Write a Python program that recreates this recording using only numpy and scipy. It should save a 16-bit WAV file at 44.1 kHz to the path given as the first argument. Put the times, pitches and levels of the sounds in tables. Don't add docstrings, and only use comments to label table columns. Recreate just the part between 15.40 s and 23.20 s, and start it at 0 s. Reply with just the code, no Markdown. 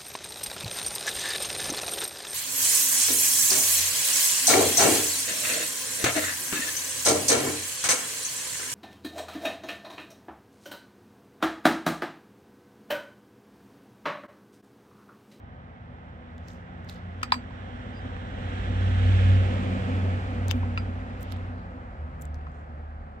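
import sys
import numpy as np
from scipy import signal
from scipy.fft import rfft, irfft
from scipy.io import wavfile
from scipy.ndimage import uniform_filter1d, map_coordinates

SR = 44100
rng = np.random.default_rng(int(sys.argv[2]) if len(sys.argv) > 2 else 0)


def log_audio(samples):
    frames = np.atleast_2d(samples).T
    limited = np.clip(frames, -1, 1)
    pcm = np.round(limited * 32767).astype(np.int16)
    wavfile.write(sys.argv[1], SR, pcm)


N = 343980
TIME_S = np.arange(N) / SR
BINS_HZ = np.fft.rfftfreq(N, 1 / SR)

# (time [s], firing rate [Hz])
FIRING_RATE = [(0, 80.73), (.85, 81.85), (1.15, 87.45), (2.2, 91.73), (3.8, 95.33), (6.15, 92.6),
               (6.55, 77.05), (6.9, 76.3), (7.8, 76.3)]
# (time [s], level [dB])
DRONE_LEVEL = [(0.0, -51.5), (1.37, -47), (1.74, -36), (2.0, -46), (2.82, -37.5), (2.85, -46.5),
               (3.06, -29), (3.1, -36), (3.63, -19), (3.91, -16), (4.23, -30.5), (4.71, -25), (4.93, -34.5),
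               (5.02, -26.5), (5.56, -30), (5.65, -38.5), (6.0, -34.5), (6.54, -49), (6.62, -31.5),
               (6.78, -45.5), (6.86, -33), (7.28, -45.5), (7.34, -38), (7.8, -42)]
# (time [s], level [dB])
OVERTONE_LEVEL = [(0.0, -58), (0.61, -54.5), (1.72, -43.5), (1.78, -59.5), (3.93, -34), (4.0, -45),
                  (4.32, -31), (4.91, -49), (6.32, -46.5), (6.41, -63.5), (6.8, -44), (7.8, -60.5)]
# (time [s], level [dB])
BOOM_LEVEL = [(0, -53), (1.5, -50), (3.0, -40.5), (3.35, -29), (3.85, -26.5), (4.55, -45), (4.95, -34),
              (6.4, -43.5), (7.8, -55.5)]
# (time [s], level [dB])
STRONGEST_HUM_LEVEL = [(0.06, -59), (0.08, -55.5), (1.78, -51.5), (2.0, -38.5), (2.04, -49.5), (2.6, -45.5),
                       (2.65, -36), (2.73, -51), (3.01, -41.5), (3.25, -47.5), (3.29, -39.5), (3.85, -39),
                       (4.33, -33.5), (4.41, -43), (4.52, -31.5), (4.86, -42.5), (4.95, -33.5),
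                       (5.1, -45.5), (5.15, -30), (5.26, -41.5), (5.41, -37.5), (5.45, -52), (5.51, -36.5),
                       (5.71, -41), (7.76, -59.5), (7.8, -49)]
# (frequency [Hz], level re carried hum [dB], width [Hz])
BODY_HUMS = [(211.4, -9.5, 22), (391.6, -16.5, 7.3), (487.6, -15.5, 28)]
# (frequency [Hz], density [dB per Hz])
RUMBLE_SPECTRUM = [(20, -27), (32, -21), (42, -19.5), (52, -7.5), (65, 15.5), (90, 17.5), (120, 15.5),
                   (150, 8.5), (210, 10), (300, -13), (450, -50.5)]
# (frequency [Hz], density [dB per Hz])
ROAR_SPECTRUM = [(170, -40), (290, -7), (313, -7.5), (359, -8), (392, -28), (423, -3), (456, -15),
                 (498, -4), (601, -6), (762, -1.5), (926, -8.5), (1110, -10.5), (1300, -5.5), (1690, -51.5),
                 (2860, -120)]
# (frequency [Hz], density [dB per Hz])
CHURN_SPECTRUM = [(120, -72.5), (220, -28), (320, 5), (420, -1), (510, 8), (620, 0.5), (780, -15.5),
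                  (1100, -41.5), (2500, -110)]
# (frequency [Hz], density [dB per Hz])
TYRES_COMING_SPECTRUM = [(650, -37), (1050, -12), (1300, 2), (1700, 5), (2350, -4.5), (2850, -2),
                         (3300, -2), (3800, -6), (4500, -18.5), (5100, -24), (5550, -14), (6300, -21.5),
                         (7810, -19), (9140, -26), (11600, -36), (15100, -49), (16000, -44.5)]
# (frequency [Hz], density [dB per Hz])
TYRES_GOING_SPECTRUM = [(650, -36.5), (1050, -9), (1300, 0.5), (1700, 0.5), (2350, -0.5), (2850, -4.5),
                        (3300, -7), (3750, -10.5), (4700, -16.5), (5600, -21), (6390, -21), (7810, -20.5),
                        (9140, -25.5), (11000, -30), (16000, -47.5)]
# (frequency [Hz], density [dB per Hz])
TYRES_FAR_SPECTRUM = [(650, -7.5), (1100, -1.5), (1180, -7.5), (1460, 3.5), (1970, -1.5), (2360, -9),
                      (2920, -16), (5900, -33), (7720, -93), (16000, -90.5)]
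# (time [s], level change [dB])
TYRE_SURGES = [(0, 0.7), (2.3, 0.86), (2.85, -1.1), (3.25, 0.9), (3.34, -1.6), (3.44, 1.2), (3.52, -1.5),
               (3.65, 0.1), (3.85, 0.8), (4.0, -1.5), (4.35, -1.7), (4.55, -0.6), (5.6, -0.82), (7.8, -1)]
# (time [s], left minus right [dB])
HISS_CROSSING = [(0, -8.5), (3.7, -8), (4.6, -4.5), (5.4, -2.5), (6.3, 1), (7.8, 1.5)]
CARRY_BY_PART = { "tyres": (-43.5, 0.77, 1.2635, 1), "roar": (-45, 2.5, 0.87, 0.73),
                 "churn": (-40.5, 3, 1.43, 1.5), "rumble": (-35.5, 3.5, 0.81, 1.02),
                 "hum": (-34.5, 4.5, 1.2, 1.5), "shudder": (-46, -3.5, 1.5, 0.3), }
# (frequency [Hz], likeness [0-1])
PORT_LIKENESS = [(60, .99), (150, .96), (300, .8), (600, .6), (1300, .68), (2200, .52), (4500, .35),
                 (6500, .12), (8000, .02)]
# (frequency [Hz], left minus right [dB])
PORT_LEAN = [(60, 0.5), (500, -0.5), (1200, -1), (3300, -1), (5000, 1.5), (6800, 0.5), (8300, 8.5),
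             (9800, 0), (15000, 1)]
# (time [s], lead [ms])
LEFT_LEAD = [(0, 0.37), (3.8, 0.42), (4.6, 0.36), (6.2, 0.37), (7.8, 0.43)]
# (time [s], level [dB], centre [Hz], decay to 1/e [cycles], left minus right [dB])
TICK_EVENTS = [(0.9816, -44, 3540, 0.66, 1), (0.981, -46, 7200, 0.96, 11), (1.079, -45, 7000, .5, 6),
               (1.083, -37, 6500, .5, 6), (1.085, -31, 4400, 0.28, 12), (1.104, -41, 3570, 1.1, -10),
               (1.135, -41, 8000, .5, 5), (1.447, -44, 7500, .5, 2), (1.49, -34, 4330, 1, -3),
               (1.4968, -28.5, 3900, 1.04, -2), (1.496, -38, 2000, 0.37, -6), (1.4984, -32, 9500, .4, 0),
               (1.507, -45, 5300, .6, 0), (1.547, -45, 7000, .8, 0), (1.8175, -38.5, 3004, .8, -2.5),
               (1.8335, -35, 8200, 20, 25), (1.906, -40.5, 3600, .8, -3), (5.083, -19, 8250, 0.54, 15),
               (5.1121, -12.8, 2920, 1.3, 34), (5.1121, -17.5, 1350, .35, 30),
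               (5.1121, -14.5, 6500, .7, 36), (5.1124, -18, 13000, 1, 36), (5.1185, -29, 3200, 0.63, 29),
               (5.118, -24, 7400, .6, 28), (5.8095, -35, 10500, .79, -11), (5.83, -23, 10500, 0.52, -18),
               (5.9228, -24, 3630, 0.6, -25), (5.9227, -35, 1900, 0.44, -15), (5.923, -28, 10000, 0.7, -18),
               (5.9295, -36, 7000, .35, -15), (5.9689, -44, 8000, .7, -8), (6.814, -36, 8300, .9, 8),
               (6.8203, -32, 7750, 1.8, 15), (6.82, -36, 11800, 1.5, 8), (6.8243, -31, 11200, 0.87, 5),
               (6.824, -47, 2600, .4, 3), (6.854, -34, 7900, 1.8, 13), (6.8542, -44, 3000, .4, 6),
               (6.9447, -36.5, 5900, 0.48, 17.5), (6.954, -49, 7500, .5, 8)]
# (peak time [s], rise [s], fall [s], level [dB], centre [Hz],
# half-width [octaves], left minus right [dB])
SCRAPE_EVENTS = [(1.101, 0.034, 0.054, -61.5, 5600, 1, 0), (1.493, .005, 0.0054, -51, 4200, 0.61, -4),
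                 (1.5, 0.014, 0.06, -54.5, 3730, 0.64, -2), (1.495, 0.01, 0.037, -56.5, 8200, 0.81, 4),
                 (5.108, 0.009, 0.0042, -35.5, 3200, 1, 22), (5.17, 0.036, .022, -64, 12500, 1, 4),
                 (5.826, 0.017, .01, -58, 8920, 1, -3), (5.899, 0.15, 0.12, -57, 2930, .7, -15),
                 (5.92, 0.011, 0.006, -54, 6450, 1, -9), (6.19, 0.088, 0.064, -69.5, 4200, .4, -5),
                 (6.822, 0.0096, .013, -55, 10000, 0.66, 2), (7.19, 0.1, 0.044, -75.5, 7000, 0.66, -2)]
# (frequency [Hz], level [dB], t60 [s])
COVER_MODES = [(690, -3, .013), (900, 6, .012), (1027, 7, .011), (1246, -2, .018), (1420, -9, .014),
               (1660, 1, .012), (2000, -3, .01), (2370, 10.5, .012), (2800, 1, .011), (3350, -2, .01),
               (4100, 7, .013)]
# (frequency [Hz], level [dB], t60 [s])
WRENCH_MODES = [(4667, -2, .135), (4858, 4.5, .07), (5545, -18, .07), (6158, -23, .18), (6589, -28, .14),
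                (7779, -16, .145), (8210, -27, .13), (8360, -23, .08), (8683, -14, .065), (9313, -14, .07),
                (11740, -24, .125), (13990, -30, .09), (14620, -27, .08)]
# (frequency [Hz], density [dB per Hz])
CRACK_SPECTRUM = [(400, -34), (800, -8.5), (1300, -8), (2000, -7.5), (4000, -13.5), (5500, -17),
                  (8200, -17), (10000, -23), (15000, -32.5)]
# (time [s], cover level [dB], centre of cover response [Hz], its half-width [octaves],
# cover pitch [ratio], crack level [dB], crack t60 [s], crack top [Hz], wrench level [dB],
# left minus right [dB])
KNOCK_EVENTS = [(1.8302, -11.5, 1300, .25, 1.0, -27, .036, 14000, -41, .5),
                (1.832, -32, 2450, .35, 1.03, -37, .03, 9000, -62, 0),
                (1.9206, -21, 3800, .6, 1.01, -21, .012, 5000, -27, -6.5),
                (1.9211, -7.5, 1060, .88, .99, -20, .019, 3500, -62, 1.5),
                (1.9412, -25, 1200, .7, 1, -30, .024, 3500, -58, 2),
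                (2.108, -36.5, 950, .32, .95, -60, .02, 4000, -75, 0),
                (2.765, -36, 1400, .81, 1.04, -56, .02, 4000, -73, -9),
                (5.2318, -28.5, 904, .23, 1.06, -60, .02, 4000, -75, 3),
                (5.3754, -27, 2700, .5, 1.04, -35, .03, 3800, -58, -5),
                (5.3767, -21, 1350, .13, 1.08, -41, .025, 3500, -61, 5),
                (5.3812, -30, 1350, .2, 1.07, -38, .02, 5000, -58, 0),
                (7.012, -30, 693, .13, 1, -54, .02, 2000, -82, -4),
                (7.068, -33, 1300, .45, 1.05, -52, .019, 3000, -90, -1)]
# (peak time [s], rise [s], fall [s], level [dB])
SING_EVENTS = [(2.577, .026, 0.02, -57), (5.380, 0.0033, 0.013, -40)]
# (delay [s], level [dB])
YARD_ECHOES = [(.0022, -11.5), (.0046, -37.5), (0.024, -32)]

NEAREST_S, SPEED_M_PER_S, ROAD_DISTANCE_M = 3.836, 8.82, 6.09
ENGINE_PAN_DB = -0.6
CHURN_FLUTTER_DB, TYRE_FLUTTER_DB = 2.8, 0.6
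DULL_FROM_S, DULL_TAKES_S, DULL_ABOVE_HZ, DULL_DB = 6.08, 0.04, 1860, -3
EDGE_HZ = 15900


def gain_of(db):
    return 10 ** (np.asarray(db) / 20)


def evened(x):
    return x / np.sqrt(np.mean(abs(x) ** 2) + 1e-20)


def read(points, hz):
    point_hz, value = np.transpose(points)
    return np.interp(np.log(hz + 1), np.log(point_hz + 1), value)


def curve(points):
    point_s, value = np.transpose(points)
    return np.interp(TIME_S, point_s, value)


def bell(hz, centre_hz, octaves):
    return 1 / (1 + (np.log2((hz + 1) / centre_hz) / octaves) ** 2) ** 2


def wander(rate_hz):
    noise = rng.standard_normal(N) + 1j * rng.standard_normal(N)
    lowpass = np.exp(-(np.fft.fftfreq(N, 1 / SR) / rate_hz) ** 2)
    return evened(np.fft.ifft(np.fft.fft(noise) * lowpass))


def swell(t_s, rise_s, fall_s):
    return np.exp(np.minimum(t_s / abs(rise_s), -t_s / abs(fall_s)))


def burst(envelope, colour):
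    size = envelope.shape[-1]
    noise = rng.standard_normal((2, size)) * envelope
    grit = irfft(rfft(noise) * colour(np.fft.rfftfreq(size, 1 / SR)), size)
    return grit / np.linalg.norm(grit, axis=1, keepdims=True) * np.linalg.norm(envelope)


def add(mix, start_s, sound, pan_db):
    sides = gain_of([[pan_db / 2], [-pan_db / 2]])
    part = mix[:, max(round(start_s * SR), 0):][:, :sound.shape[-1]]
    part += (evened(sides) * sound)[:, :part.shape[1]]


def passing(top_db, past_m, coming, going):
    along_m = SPEED_M_PER_S * (TIME_S - NEAREST_S) - past_m
    spread_db = 20 * np.log10(np.hypot(1, along_m / ROAD_DISTANCE_M))
    return top_db - spread_db * np.where(along_m < 0, coming, going)


def engine_order(turns, multiple, rough, width_hz):
    rough = np.clip(rough, 0, 1)
    height = np.sqrt(1 - rough ** 2) + rough * wander(width_hz)
    phase = 2j * np.pi * (multiple * turns + rng.random())
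    return evened((height * np.exp(phase)).real)


def road_noise(spectrum):
    a, b = rfft(rng.standard_normal((2, N)))
    same = np.clip(read(PORT_LIKENESS, BINS_HZ), 0, 1)
    pair = np.array([a, same * a + np.sqrt(1 - same ** 2) * b])
    sides = gain_of(np.outer([.5, -.5], read(PORT_LEAN, BINS_HZ)))
    return evened(irfft(pair * sides * gain_of(read(spectrum, BINS_HZ)), N))


def engine_and_hums(hum_db):
    turns = np.cumsum(curve(FIRING_RATE)) / SR
    out = gain_of(curve(DRONE_LEVEL) - 0.55) * engine_order(turns, 0.99, rough=0.21, width_hz=8.1)
    out += gain_of(curve(OVERTONE_LEVEL) - 3.0) * engine_order(turns, 2, rough=0.25, width_hz=13)
    out += gain_of(hum_db - 12.0) * engine_order(turns, 3, rough=0.96, width_hz=7.3)
    out += gain_of(curve(BOOM_LEVEL) - 2.4) * engine_order(TIME_S, 56.8, rough=0.29, width_hz=20)
    for hz, db, width_hz in BODY_HUMS:
        out += gain_of(hum_db + db) * engine_order(TIME_S, hz, rough=0.916, width_hz=width_hz)
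    strongest_hum = engine_order(TIME_S, 246, rough=0.9, width_hz=24.4)
    return out + gain_of(curve(STRONGEST_HUM_LEVEL) - 1.0) * strongest_hum


def low_rumble(rumble_db, shudder_db):
    shudder = engine_order(TIME_S, 43, rough=0.81, width_hz=12)
    return gain_of(rumble_db) * road_noise(RUMBLE_SPECTRUM) + gain_of(shudder_db) * shudder


def roar_and_churn(roar_db, churn_db):
    roar = gain_of(roar_db + 4.5) * road_noise(ROAR_SPECTRUM)
    flutter_db = CHURN_FLUTTER_DB * wander(17).real
    return roar + gain_of(churn_db + flutter_db) * road_noise(CHURN_SPECTRUM)


def tyre_hiss(tyres_db):
    near = np.clip(gain_of(0.58 * (tyres_db - tyres_db.max()) - 0.1), 0, 1)
    going = .5 + .5 * np.tanh((TIME_S - NEAREST_S) * SPEED_M_PER_S / ROAD_DISTANCE_M)
    close = np.sqrt(1 - going) * road_noise(TYRES_COMING_SPECTRUM)
    close += np.sqrt(going) * road_noise(TYRES_GOING_SPECTRUM)
    hiss = near * close + np.sqrt(1 - near ** 2) * road_noise(TYRES_FAR_SPECTRUM)
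    flutter_db = TYRE_FLUTTER_DB * wander(14).real
    return hiss * gain_of(tyres_db + 4.0 + curve(TYRE_SURGES) + flutter_db)


def drawing_away(hiss):
    gone = .5 + .5 * np.tanh((TIME_S - DULL_FROM_S) / DULL_TAKES_S)
    treble = irfft(rfft(hiss) * (1 - 1 / (1 + (BINS_HZ / DULL_ABOVE_HZ) ** 20)), N)
    hiss = hiss - (1 - gain_of(DULL_DB)) * gone * treble
    middle = irfft(rfft(hiss) * bell(BINS_HZ, centre_hz=2900, octaves=0.93), N)
    sides = gain_of(np.outer([.5, -.5], curve(HISS_CROSSING)))
    return hiss + middle * (sides - 1)


def vehicle():
    level_db = {part: passing(*row) for part, row in CARRY_BY_PART.items()}
    engine_sides = gain_of([[ENGINE_PAN_DB / 2], [-ENGINE_PAN_DB / 2]])
    both = engine_and_hums(level_db["hum"]) * engine_sides
    both = both + low_rumble(level_db["rumble"], level_db["shudder"])
    both += roar_and_churn(level_db["roar"], level_db["churn"])
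    both += drawing_away(tyre_hiss(level_db["tyres"]))
    left, right = both
    late = np.arange(N) - curve(LEFT_LEAD) * SR / 1000
    return np.array([left, map_coordinates(right, [late], order=3, mode="nearest")])


def ticks(rise_s=0.0001, fall_s=0.00075, octaves=2.27, grit_db=-14, rise_share=0.91):
    out, t_s = np.zeros((2, N)), np.arange(-512, 1536) / SR
    for s, db, centre_hz, cycles, pan_db in TICK_EVENTS:
        decay_s = cycles / centre_hz
        snap = swell(t_s, rise_share * decay_s, decay_s) * np.sin(2 * np.pi * centre_hz * t_s)
        grit_envelope = gain_of(grit_db) * swell(t_s, rise_s, fall_s)
        grit = burst(grit_envelope, lambda hz: bell(hz, centre_hz, octaves))
        add(out, s + t_s[0], gain_of(db) * (snap + grit), pan_db)
    return out


def scrapes(grain_db=5):
    out, t_s = np.zeros((2, N)), np.arange(-SR // 2, SR // 2) / SR
    for s, rise_s, fall_s, db, centre_hz, octaves, pan_db in SCRAPE_EVENTS:
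        grain = evened(uniform_filter1d(rng.standard_normal(len(t_s)), size=28))
        clumps = evened(gain_of(grain_db * grain))
        envelope = gain_of(db) * clumps * swell(t_s, rise_s, fall_s)
        add(out, s + t_s[0], burst(envelope, lambda hz: bell(hz, centre_hz, octaves)), pan_db)
    return out


def ring(modes, t_s, colour):
    t_s = np.maximum(t_s, 0)
    out = np.zeros_like(t_s)
    for k, (hz, db, t60_s) in enumerate(modes):
        decay = gain_of(db - 60 * t_s / t60_s)
        out += (-1) ** k * colour(hz) * decay * np.sin(2 * np.pi * hz * t_s)
    return out


def knocks(lead_s=0.00027):
    out, t_s = np.zeros((2, N)), np.arange(-256, SR // 4) / SR
    at_ports_s = np.array([t_s, t_s - lead_s])
    wrench = ring(WRENCH_MODES, at_ports_s, np.ones_like)
    for (s, cover_db, centre_hz, octaves, pitch, crack_db, crack_t60_s, top_hz,
         wrench_db, pan_db) in KNOCK_EVENTS:
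        modes = [(hz * pitch, db, t60_s) for hz, db, t60_s in COVER_MODES]
        cover = ring(modes, at_ports_s, lambda hz: bell(hz, centre_hz, octaves))
        envelope = gain_of(crack_db - 60 * t_s / crack_t60_s) * (t_s >= 0)
        crack = burst(envelope,
                      lambda hz: gain_of(read(CRACK_SPECTRUM, hz)) / np.hypot(1, (hz / top_hz) ** 2))
        add(out, s + t_s[0], gain_of(cover_db) * cover + gain_of(wrench_db) * wrench + crack, pan_db)
    return out


def sings():
    out, t_s = np.zeros((2, N)), np.arange(-SR // 8, SR // 8) / SR
    strongest_hz = max(WRENCH_MODES, key=lambda mode: mode[1])[0]
    for s, rise_s, fall_s, db in SING_EVENTS:
        tone = np.sin(2 * np.pi * strongest_hz * t_s + 0.9 * wander(60).real[:len(t_s)])
        envelope = swell(t_s, rise_s, fall_s) * signal.windows.hann(len(t_s))
        add(out, s + t_s[0], gain_of(db) * envelope * tone, 0)
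    return out


def yard(x, wet_db, t60_s, dull_hz):
    t_s = np.arange(SR // 3) / SR
    tail = rng.standard_normal((2, len(t_s))) * gain_of(-60 * t_s / t60_s)
    tail *= gain_of(-9.0) / np.linalg.norm(tail[0])
    for delay_s, db in YARD_ECHOES:
        tail[:, round(delay_s * SR)] += gain_of(db)
    wet = signal.fftconvolve(x, tail, axes=1)[:, :N]
    b, a = signal.butter(1, min(dull_hz, SR / 3), fs=SR)
    return x + gain_of(wet_db) * signal.lfilter(b, a, wet)


def scene():
    passing_vehicle = vehicle()
    small_sounds = yard(ticks() + scrapes(), wet_db=-3.0, t60_s=0.067, dull_hz=8850)
    highpass = signal.butter(2, 620, "highpass", fs=SR, output="sos")
    struck = signal.sosfilt(highpass, knocks())
    blows = yard(struck + sings(), wet_db=2.0, t60_s=0.092, dull_hz=6000)
    hiss = gain_of(-104) * rng.standard_normal((2, N))
    return passing_vehicle + small_sounds + blows + hiss


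def record(dry):
    notch = gain_of(-9 * bell(BINS_HZ, centre_hz=9650, octaves=0.32))
    heard = irfft(rfft(dry) * notch, N)
    lowpass = signal.firwin(511, EDGE_HZ, window=("kaiser", 9), fs=SR)
    return signal.oaconvolve(heard, lowpass[None], "same")


dry = scene()
out = record(dry)
log_audio(out)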